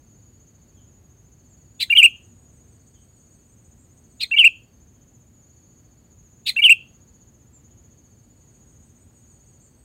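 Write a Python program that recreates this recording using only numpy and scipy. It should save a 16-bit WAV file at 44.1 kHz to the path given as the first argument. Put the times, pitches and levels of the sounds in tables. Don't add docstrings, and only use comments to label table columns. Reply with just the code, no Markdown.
import sys
import numpy as np
from scipy import signal
from scipy.fft import rfft, irfft, next_fast_len
from scipy.io import wavfile
from scipy.ndimage import uniform_filter1d, minimum_filter1d, map_coordinates

SR = 44100
rng = np.random.default_rng(int(sys.argv[2]) if len(sys.argv) > 2 else 0)


def inscribe(sig):
    pcm = np.round(np.clip(np.atleast_2d(sig).T, -1, 1) * 32767)
    wavfile.write(sys.argv[1], SR, pcm.astype(np.int16))


N = 433938

# (frequency [Hz], relative density [dB])
RUMBLE_SPECTRUM = [(12, -56.5), (20, -30), (54, -2), (103, 0.5), (200, -9.5), (236, -6), (278, -12.5),
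                   (313, -12.5), (469, -19.5), (1030, -29), (3210, -36.5), (4060, -39), (4470, -37.5),
                   (5800, -45), (7540, -73), (12800, -120)]
VALLEY_HISS_SPECTRUM = [(4500, -31), (5800, -5), (6500, 1.5), (7400, 3), (8300, -4), (9500, -4.5),
                        (11500, -3.5), (13500, -3.5), (15500, -6)]
# (frequency [Hz], time to decay by 60 dB [s])
HILLSIDE_T60 = [(500, .15), (2100, 0.16), (2900, 0.27), (3400, .36), (4300, 0.19), (8000, .17),
                (15000, .14)]

# (chirp rate [1/s], start pitch [Hz], end pitch [Hz], mid-chirp bow [Hz])
CRICKET_VOICES = [(14.3, 6270, 6350, 80), (15.2, 6730, 6600, 85), (15.4, 6910, 6660, 155)]
CHIRP_S, CHIRP_ATTACK_S, CHIRP_RELEASE_S = .048, .016, .024
# (first onset [s], last onset [s], approximate period [s], bout length [s])
LOW_CRICKET_RUNS = [(-.29, 3.91, .7, .52), (4.745, 6.135, .7, .49), (6.88, 9.2, .77, .55)]
MID_CRICKET_RUNS = [(.13, 2.96, .71, .36), (5.38, 9.18, .76, .39)]
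FAR_TRILL_RUNS = [(-.17, 5.23, 1.35, .95), (6.38, 9.06, 1.34, .92)]
# (first chirp [s], last chirp [s])
HIGH_CRICKET_BOUTS = [(.045, .95), (1.27, 2.95), (3.145, 4.64), (4.83, 6.7), (6.96, 7.48), (7.6, 9.68)]
# (time [s], pitch [Hz], level [dB])
FAR_PEEPS = [(.75, 3250, -67), (1.48, 7420, -63), (2.93, 3240, -67.5), (3.78, 7450, -62), (4.94, 3200, -77),
             (7.52, 7300, -52.5), (7.69, 3100, -76), (9.61, 7300, -58)]
PEEP_S, PEEP_FALL_HZ = .075, 650
# (time [s], length [s], peak level [dB])
BUSH_CRICKET_SWELLS = [(1.0, 3.7, -70.5), (7.55, 3.2, -69)]

# (syrinx side [0 or 1], time [s],
# length [s], start pitch [Hz], end pitch [Hz], mid-note bow [Hz], level [dB], swell over the note [dB])
CHIP_NOTES = [(0, 0, .016, 3417, 4120, 0, -22, 15.5), (0, .008, .033, 3790, 4445, -180, -4.5, 1.5),
              (0, .034, .014, 4152, 4064, 0, 3, -0.5), (0, .043, .013, 4100, 3150, 100, -5.5, -6.5),
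              (1, .001, .016, 2600, 2850, 0, -25, 11.5), (1, .011, .043, 2800, 1800, 329.5, -9.5, -1.5)]
STEP_NOTES = [(0, .001, .015, 1500, 2353, -250, -23, 18), (0, .009, .030, 2620, 2739, 90, -1, -1),
              (0, .033, .022, 2301, 2342, 0, 2.5, -2), (1, .003, .013, 2800, 4610, -280, -27, 8)]
FLOURISH_NOTES = [(0, 0.00086, .022, 2880, 2760, 70, -6.5, 14),
                  (0, .021, .040, 3413, 2739, -90, -0.6, -0.5), (0, .054, 0.026, 2820, 2155, 151, -8, 1),
                  (0, .077, .043, 2150, 2380, 580, 1, -1.5), (1, .012, .020, 2558, 2617, -350, -16, -3.5)]
# (time [s], gain [dB], stretch [ratio], pitch [ratio], treble gain [dB])
CHIP_CALLS = [(1.79, -15, .94, .98, 1), (4.193, -16.5, 1.0, 1.02, -6.5), (6.452, -14, 1.01, 1.005, -1)]
STEP_CALLS = [(1.890, -7.5, .97, 1.014, 0.5), (4.302, -13.5, 1.008, 0.99, -7.5), (6.553, -11, 1.02, .99, 0)]
FLOURISH_CALLS = [(1.9488, -1, 1, 0.99, 1), (4.361, -2.3, 1.014, 0.98, -10),
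                  (6.616, -1.44, .98, 0.99, -2.5)]
# (multiple of the pitch [ratio], level [dB])
RASP_HARMONICS = [(1, -1.5), (2, -27), (3, -29), (4, -33.5)]
WHISTLE_HARMONICS = [(1, -2.5), (2, -45), (3, -45), (4, -42.5), (5, -44.5)]
# (frequency [Hz], relative density [dB])
NOTE_HISS_SPECTRUM = [(300, -9.5), (1200, -12), (2300, 3), (4400, 3.5), (5800, -6.5), (7000, -0.5),
                      (8300, 1), (9600, -1.5), (11300, -2), (15000, -6)]
# (frequency [Hz], gain [dB])
BEAK_RESPONSE = [(3500, 0), (5000, -2.5), (6000, -6.5), (7200, -5), (8500, 3.5), (9600, -2), (11200, 1.5),
                 (12400, -3.5), (14000, 0.5), (15800, -2.5)]
# (frequency [Hz], gain [dB])
THROAT_RESPONSE = [(500, -11.5), (1100, -5.5), (1600, -7), (2100, -2), (2500, 0)]
# (frequency [Hz], gain [dB])
BUSH_REFLECTION = [(3300, -45), (4200, -24), (5500, -25), (8000, -18), (15000, -19)]
# (frequency [Hz], gain [dB])
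MICROPHONE_RESPONSE = [(5000, 0), (6300, 1.5), (7300, 0), (8300, 4.5), (9800, 0.5), (13000, 2.5),
                       (15500, 4)]
BAND_LIMIT_HZ = 15780


def amp(db):
    return 10 ** (np.asarray(db) / 20)


def unit(x):
    return x / np.sqrt(np.mean(x ** 2) + 1e-20)


def along(points, hz):
    f, v = np.transpose(points)
    return np.interp(np.log(hz + 1), np.log(f + 1), v)


def wobble(rate, size):
    knots = rng.standard_normal(int(size * rate / SR) + 4)
    return map_coordinates(knots, [np.arange(size) * rate / SR])


def filtered(x, response):
    m = next_fast_len(len(x) + 8192)
    return irfft(rfft(x, m) * response(np.fft.rfftfreq(m, 1 / SR)), m)[:len(x)]


def noise(spectrum, size):
    return unit(filtered(rng.standard_normal(size), lambda hz: amp(along(spectrum, hz))))


def add(track, s, sound):
    start = round(s * SR)
    part = sound[max(-start, 0):max(len(track) - start, 0)]
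    track[max(start, 0):][:len(part)] += part


def phase_of(hz):
    return 2 * np.pi * np.cumsum(hz) / SR


def envelope(length_s, attack_s, release_s):
    t = np.arange(int(length_s * SR)) / SR
    ramp = lambda u: np.sin(np.pi / 2 * np.clip(u, 0, 1)) ** 2
    return ramp(t / attack_s) * ramp((length_s - t) / release_s)


def glide(from_hz, to_hz, bow_hz, size):
    u = np.linspace(0, 1, size)
    return from_hz + (to_hz - from_hz) * u + bow_hz * (1 - (2 * u - 1) ** 2)


def bouts(runs):
    return [(s, s + length) for first, last, period, length in runs
            for s in np.linspace(first, last, round((last - first) / period) + 1)]


def valley():
    rumble = amp(-54 + .6 * wobble(2.7, N)) * noise(RUMBLE_SPECTRUM, N)
    return rumble + amp(-74.5) * noise(VALLEY_HISS_SPECTRUM, N)


def cricket(spans, rate, from_hz, to_hz, bow_hz, db):
    track = np.zeros(N)
    gain = envelope(CHIRP_S, CHIRP_ATTACK_S, CHIRP_RELEASE_S)
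    hz = glide(from_hz, to_hz, bow_hz, len(gain))
    for first, last in spans:
        for s in np.linspace(first, last, round((last - first) * rate) + 1):
            stroke = gain * np.sin(phase_of(hz * (1 + .002 * wobble(150, len(gain)))))
            onset = s - CHIRP_S / 2 + rng.normal(0, .002)
            add(track, onset, amp(db + rng.normal(0, 1.06)) * stroke)
    return track


def far_trill(strokes_per_s=22.5):
    swell = np.zeros(N)
    for start, end in bouts(FAR_TRILL_RUNS):
        add(swell, start, envelope(end - start, attack_s=.3, release_s=.06))
    stroke_fraction = strokes_per_s * np.arange(N) / SR % 1
    hz = 4500 - 330 * (stroke_fraction - .5) + 90 * wobble(700, N)
    return amp(-74.5) * swell * np.sin(np.pi * stroke_fraction) ** 2 * np.sin(phase_of(hz))


def hillside(x, build_s):
    hz, t, spectra = signal.stft(rng.standard_normal(SR // 2), SR, nperseg=256)
    decay = amp(-60 * t / along(HILLSIDE_T60, hz)[:, None])
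    build_up = (1 - np.exp(-t / build_s)) ** 2
    tail = signal.istft(spectra * decay * build_up, SR, nperseg=256)[1]
    return signal.fftconvolve(x, tail / np.linalg.norm(tail))[:N]


def wing_resonance(centre_hz, width_hz):
    response = lambda hz: 1 / (1 + (2 * (hz - centre_hz) / width_hz) ** 4)
    return unit(filtered(rng.standard_normal(N), response))


def crickets():
    low, mid, high = CRICKET_VOICES
    singers = cricket(bouts(LOW_CRICKET_RUNS), *low, db=-61.5)
    singers += cricket(bouts(MID_CRICKET_RUNS), *mid, db=-59)
    singers += cricket(HIGH_CRICKET_BOUTS, *high, db=-59.5)
    singers += far_trill()
    chorus = amp(-71.5) * wing_resonance(centre_hz=6650, width_hz=730)
    return singers + amp(-8) * hillside(singers, build_s=.005) + chorus


def far_birds():
    track = np.zeros(N)
    gain = envelope(PEEP_S, attack_s=.03, release_s=.031)
    fall = PEEP_FALL_HZ * (.42 - np.linspace(0, 1, len(gain)))
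    for s, hz, db in FAR_PEEPS:
        jitter_hz = 110 * wobble(916, len(gain))
        add(track, s, amp(db) * gain * np.sin(phase_of(hz + fall + jitter_hz)))
    return track + amp(-5.5) * hillside(track, build_s=.011)


def bush_cricket(throb_hz=6.35):
    swell = np.zeros(N)
    for s, length, db in BUSH_CRICKET_SWELLS:
        add(swell, s, amp(db) * envelope(length, attack_s=1.9, release_s=.5))
    t = np.arange(N) / SR
    throb = amp(4.5 * (np.cos(2 * np.pi * throb_hz * (t - 9.02)) - 1))
    return swell * throb * wing_resonance(centre_hz=8200, width_hz=640)


def syllable(notes, stretch, pitch, treble_db, harmonics, attack_s, release_s, jitter, hiss_db,
             flutter=0):
    size = SR // 7
    t = np.arange(size) / SR
    power, weighted_hz = np.zeros((2, 2, size))
    for side, start, length, from_hz, to_hz, bow_hz, level_db, swell_db in notes:
        shape = envelope(length * stretch, attack_s, release_s)
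        note_power = (shape * amp(level_db + swell_db * np.linspace(-.5, .5, len(shape)))) ** 2
        add(power[side], start * stretch, note_power)
        add(weighted_hz[side], start * stretch, note_power * glide(from_hz, to_hz, bow_hz, len(shape)))
    side_hz = pitch * weighted_hz / (power + 1e-20)
    flutter_depth = flutter * np.exp(-((t - .023) / .013) ** 4)
    voice = np.zeros(size)
    for gain, hz in zip(np.sqrt(power), side_hz):
        shake = np.sin(2 * np.pi * 180 * t) + .89 * wobble(1800, size)
        phase = phase_of(hz * (1 + jitter * wobble(700, size) + flutter_depth * shake))
        tone = sum(amp(db + along(BEAK_RESPONSE, k * hz)) * np.sin(k * phase) for k, db in harmonics)
        hiss = amp(hiss_db) * np.sqrt(gain) * noise(NOTE_HISS_SPECTRUM, size)
        voice += gain * (tone + hiss)
    return filtered(voice, lambda f: amp(along([(5000, 0), (11000, treble_db)], f)))


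def leaves(x, leaf_db, t60_s):
    t = np.arange(SR // 10) / SR
    cloud = rng.standard_normal(len(t)) * amp(-60 * t / t60_s) * (t > .002)
    reflections = signal.fftconvolve(x, cloud / np.linalg.norm(cloud))
    return np.pad(x, (0, len(t) - 1)) + amp(leaf_db) * reflections


def bulbul():
    song = np.zeros(N)
    for s, db, *manner in CHIP_CALLS:
        chip = syllable(CHIP_NOTES, *manner, RASP_HARMONICS,
                        attack_s=.009, release_s=.0053, jitter=.012, hiss_db=-19, flutter=.11)
        add(song, s, amp(db) * leaves(chip, leaf_db=-7, t60_s=.075))
    for s, db, *manner in STEP_CALLS:
        step = syllable(STEP_NOTES, *manner, WHISTLE_HARMONICS,
                        attack_s=.0075, release_s=.0059, jitter=.005, hiss_db=-44)
        add(song, s, amp(db) * leaves(step, leaf_db=-11.5, t60_s=.06))
    for s, db, *manner in FLOURISH_CALLS:
        flourish = syllable(FLOURISH_NOTES, *manner, WHISTLE_HARMONICS,
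                            attack_s=.0046, release_s=.007, jitter=.015, hiss_db=-39.5)
        add(song, s, amp(db) * leaves(flourish, leaf_db=-9.5, t60_s=.065))
    song = filtered(song, lambda hz: amp(along(THROAT_RESPONSE, hz)))
    reflected = filtered(song, lambda hz: amp(along(BUSH_REFLECTION, hz)))
    return song + hillside(reflected, build_s=.004) + amp(-37.5) * hillside(song, build_s=.061)


def scene():
    return (valley() + crickets() + far_birds() + bush_cricket() + bulbul())[None]


def record(dry, ceiling=.69, knee=12):
    needed_gain = np.minimum(1, .98 / (np.abs(dry[0]) + 1e-9))
    limited = dry[0] * uniform_filter1d(minimum_filter1d(needed_gain, size=90), size=90)
    clipped = limited / (1 + np.abs(limited / ceiling) ** knee) ** (1 / knee)
    return filtered(clipped, lambda hz: amp(along(MICROPHONE_RESPONSE, hz)) * (hz < BAND_LIMIT_HZ))[None]


dry = scene()
out = record(dry)
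inscribe(out)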